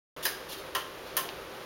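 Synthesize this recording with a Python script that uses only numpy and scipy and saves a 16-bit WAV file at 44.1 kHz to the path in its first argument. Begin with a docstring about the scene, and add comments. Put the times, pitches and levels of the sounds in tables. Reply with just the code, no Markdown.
"""Golf ball taps in an office

A club scoops up a golf ball with a scrape and taps it three times, a few metres away in a tiled office.
Each tap is a sharp crack and a brief ring of ball and iron, mirrored by the floor, spread by the room.
Shoes scuff and tread on the tiles, something ticks once, and the ventilation hums underneath."""
import sys
import numpy as np
from scipy import signal
from scipy.fft import rfft, irfft, next_fast_len
from scipy.io import wavfile

SR = 44100
rng = np.random.default_rng(int(sys.argv[2]) if len(sys.argv) > 2 else 0)


def wrap_up_sound(samples):
    """Save the sound to the file named by the first command line argument, as 16-bit audio."""
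    columns = np.atleast_2d(samples).T
    # keep every value between -1 and 1, then stretch to whole-number steps
    tamed = np.clip(columns, -1, 1)
    steps = np.round(tamed * 32767).astype(np.int16)
    wavfile.write(sys.argv[1], SR, steps)


N = 72765
T = np.arange(N) / SR
FFT_SIZE = 2 * next_fast_len(N)
FREQS = np.arange(FFT_SIZE // 2 + 1) * SR / FFT_SIZE

# The bright crack of contact: (frequency [Hz], gain [dB])
CRACK_EQ = [(100, -17.5), (350, -9.5), (650, 3.5), (1500, 5.5), (2400, .5), (3800, 0), (6000, -.5),
            (9500, 3), (13000, 1.8), (16000, 1)]
# The ring of ball and club: (frequency [Hz], t60 [s], centre-hit gain [dB], edge-hit gain [dB])
RING_MODES = [(880, 0.049, -16, 7), (1057, .05, 23, 5), (1347, 0.065, 17.5, -5), (1615, .08, 8, 25),
              (1790, 0.02, 10, 13), (2975, .014, 11, 7), (3163, .018, 11, 3), (3995, .06, -16, 13),
              (4780, .02, 2, 7), (5036, .05, 0, 15.5), (6240, 0.0095, 3.5, 6), (9950, 0.019, -14, 11.5),
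              (12400, .03, 1, 4)]
# The direct path keeps the snap and leaves the low ring to the room: (frequency [Hz], gain [dB])
DIRECT_EQ = [(300, -12), (900, -3.5), (1700, -7), (2900, 2), (6000, 0), (9000, 2), (13000, 6.5)]
# One edge hit, then two near the sweet spot: (time [s], level [dB], treble tilt [dB/octave],
# ring gain [dB], off centre [0-1], direct gain [dB], floor echo lag [s])
BALL_TAPS = [(0.2533, 1.8, -.4, 0, 1, -9.5, .0028), (0.7504, 1.5, -2.3, 1.8, 0.02, -10, .0032),
             (1.1680, 1.2, .7, -1.3, .08, -9.3, .0033)]

def ball_taps():
    """Ball meets club: a crack and a ring, coloured by where on the face it lands."""
    out = 0
    for start, db, tilt, ring_db, off_centre, direct_db, floor_lag in BALL_TAPS:
        power = undb(curve(CRACK_EQ)) ** 2
        for hz, t60, centre_db, edge_db in RING_MODES:
            mode = resonance(hz, width_hz=np.log(1000) / np.pi / t60)
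            mode_db = ring_db + (1 - off_centre) * centre_db + off_centre * edge_db
            power += np.abs(mode * undb(mode_db)) ** 2
        hit = minimum_phase(db + treble_tilt(tilt) + 10 * np.log10(power))
        direct = minimum_phase(direct_db + curve(DIRECT_EQ))
        floor_echo = direct * delay(floor_lag)  # hard tile reflects at full strength
        paths = direct + floor_echo + office_reverb()
        out += irfft(hit * paths * delay(start))[:N]
    return out

# The hiss of friction: (frequency [Hz], gain [dB])
FRICTION_EQ = [(200, -20), (900, -19), (2200, -8.5), (3600, 2.5), (5000, -2), (6500, -5.5), (10000, -3.5),
               (15500, -7)]
# One club scrape, then three shoe scuffs:
# (time [s], length [s], attack [s], level [dB], treble tilt [dB/octave])
SCRAPES_AND_SCUFFS = [(0.223, 0.022, .004, -31, 1.5), (0.474, .052, 0.025, -36.5, -0.9),
                      (0.567, .013, .004, -45, -.2), (1.049, .025, 0.013, -48, -3.5)]

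def scrapes_and_scuffs():
    """Grainy friction: a short, bright scrape as the club scoops up the ball, then shoes scuff the tile."""
    grain_db = 5
    out, room = 0, office_reverb()
    for start, length, attack, db, tilt in SCRAPES_AND_SCUFFS:
        envelope = np.clip((T - start) / attack, 0, 1) * (T < start + length)
        grains = rng.standard_normal(N) * undb(grain_db * wander(seconds=.0014))
        friction = filtered(grains, undb(curve(FRICTION_EQ) + treble_tilt(tilt)))
        out += undb(db) * envelope * unit_rms(friction)
    return filtered(out, room)

# Soft treads after the last tap: (time [s], level [dB])
FOOTSTEPS = [(1.2, -42.5), (1.27, -43), (1.495, -46)]

def footsteps():
    """Soft soles roll onto the tiles: dull, hollow swells heard through the room."""
    rise_s = .019
    out = 0
    for start, db in FOOTSTEPS:
        roll = np.maximum(T - start, 0) / rise_s
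        swell = roll * np.exp(1 - roll)
        out += undb(db) * swell * noise_band(hz=477, stage_width_hz=435)
    return filtered(out, office_reverb())

# A thin, upper-mid click: (frequency [Hz], gain [dB])
TICK_EQ = [(100, -28), (1200, -11), (2500, 8.5), (5500, 2), (7500, -26), (15000, -24)]

def tick():
    """One small click with a little room behind it."""
    start_s, gain_db, reverb_db = 1.2902, -12, -4
    click = minimum_phase(gain_db + curve(TICK_EQ)) * delay(start_s)
    return irfft(click * (1 + undb(reverb_db) * office_reverb()))[:N]

# The bed of rushing air: (frequency [Hz], noise density [dB re 1/Hz])
AIR_SPECTRUM = [(8, -105), (25, -84.5), (55, -82.5), (90, -82), (160, -78), (230, -83), (400, -76.5),
                (750, -80), (1200, -77.5), (2200, -84), (3300, -85.5), (6000, -93.5), (10000, -96),
                (16000, -100.5)]
# Hollow duct resonances: (frequency [Hz], half-width of each filter stage [Hz], level [dB])
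DUCT_MODES = [(311, 21, -59.5), (386.1, 17, -52), (475.7, 24, -55.5), (522.7, 23, -53.5), (603, 38, -57)]
# Steady hum and whine: (frequency [Hz], level [dB])
HUM_TONES = [(58, -65.5), (387, -61), (13750, -76.5)]

def ventilation():
    """Rushing air flutters gently and rings the ducts, over a low hum and a thin electrical whine."""
    flutter_db = .53
    air = filtered(rng.standard_normal(N), undb(curve(AIR_SPECTRUM))) * np.sqrt(SR / 2)
    ducts = sum(undb(db) * noise_band(hz, 2 * half_width) for hz, half_width, db in DUCT_MODES)
    hum = 0
    for hz, db in HUM_TONES:
        hum += undb(db) * np.sqrt(2) * np.sin(2 * np.pi * (hz * T + rng.random()))
    flutter = undb(flutter_db * wander(seconds=.06))
    return air * flutter + ducts + hum

# The room's tail, where lows bloom late and linger: (frequency [Hz], t60 [s], build-up [s])
REVERB_BANDS = [(300, .55, .008), (1000, 0.33, .004), (3000, .41, .001), (6000, .37, .002),
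                (14000, .31, .002)]

def office_reverb():
    """The room's frequency response: hard echoes off cabinets, an early wash and a tail."""
    early_db, early_t60_s = -4, .1
    echo_db, first_echo_s, echo_span_s = -15.5, .0055, .016
    noise, impulse = rng.standard_normal(N), 0
    for hz, t60, build_s in REVERB_BANDS:
        band = curve([(centre, float(centre == hz)) for centre, _, _ in REVERB_BANDS])
        decay = undb(-60 * T / t60) + undb(early_db - 60 * T / early_t60_s)
        bloom = 1 - np.exp(-T / build_s)
        impulse += filtered(noise, band) * decay * bloom
    impulse /= np.linalg.norm(impulse)
    for lateness, strength in rng.random((8, 2)):
        arrival = int((first_echo_s + lateness * echo_span_s) * SR)
        impulse[arrival] += undb(echo_db) * (.5 + strength) * (1 - lateness / 2)
    return rfft(impulse / np.linalg.norm(impulse), FFT_SIZE)

def undb(db):
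    """Decibels to amplitude."""
    return 10 ** (np.asarray(db) / 20)

def curve(points):
    """Join (frequency [Hz], value) points on a log-frequency axis."""
    hz, value = np.array(points).T
    return np.interp(np.log(FREQS + 1), np.log(hz), value)

def minimum_phase(db):
    """The response with the tightest attack for this EQ curve."""
    cepstrum = irfft(np.log(undb(db)))
    cepstrum[1:FFT_SIZE // 2] *= 2
    cepstrum[FFT_SIZE // 2 + 1:] = 0
    return np.exp(rfft(cepstrum))

def filtered(x, response):
    """Play a sound through a frequency response."""
    return irfft(rfft(x, FFT_SIZE) * response)[:N]

def delay(seconds):
    """Response of a pure delay."""
    return np.exp(-2j * np.pi * FREQS * round(seconds * SR) / SR)

def resonance(hz, width_hz):
    """Response of one mode, gain 1 at its centre."""
    return 1j * FREQS * width_hz / (hz ** 2 - FREQS ** 2 + 1j * FREQS * width_hz)

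def treble_tilt(db_per_octave, corner_hz=1700):
    """An EQ curve in dB that brightens or dulls the highs."""
    return db_per_octave * np.log2(np.maximum(FREQS / corner_hz, 1))

def unit_rms(x):
    """Scale a signal to a spread of 1."""
    return x / np.std(x)

def noise_band(hz, stage_width_hz):
    """Hollow, pitched noise from two resonant stages in series."""
    return unit_rms(filtered(rng.standard_normal(N), resonance(hz, stage_width_hz) ** 2))

def wander(seconds):
    """Smooth random modulation on this time scale."""
    return unit_rms(filtered(rng.standard_normal(N), np.exp(-(2 * FREQS * seconds) ** 2)))

def scene():
    """The mono mix: taps in front, scrape, shoes and tick behind, ventilation underneath."""
    return (ball_taps() + scrapes_and_scuffs() + footsteps() + tick() + ventilation())[None]

def record(dry):
    """Silence for a moment, then a small camera notches the treble deeply and cuts the very top."""
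    sound_start_s, cutoff_hz = .164, 15850
    notch_hz, notch_width_hz, notch_db = 7910, 980, -35
    dip = np.exp(-np.abs(FREQS - notch_hz) / notch_width_hz)
    notch = minimum_phase(20 * np.log10(1 - dip * (1 - undb(notch_db))))
    notched = filtered(dry[0] * (T >= sound_start_s), notch)
    high_cut = signal.ellip(10, .2, 80, cutoff_hz, fs=SR, output="sos")
    return signal.sosfilt(high_cut, notched)[None]

dry = scene()
out = record(dry)
wrap_up_sound(out)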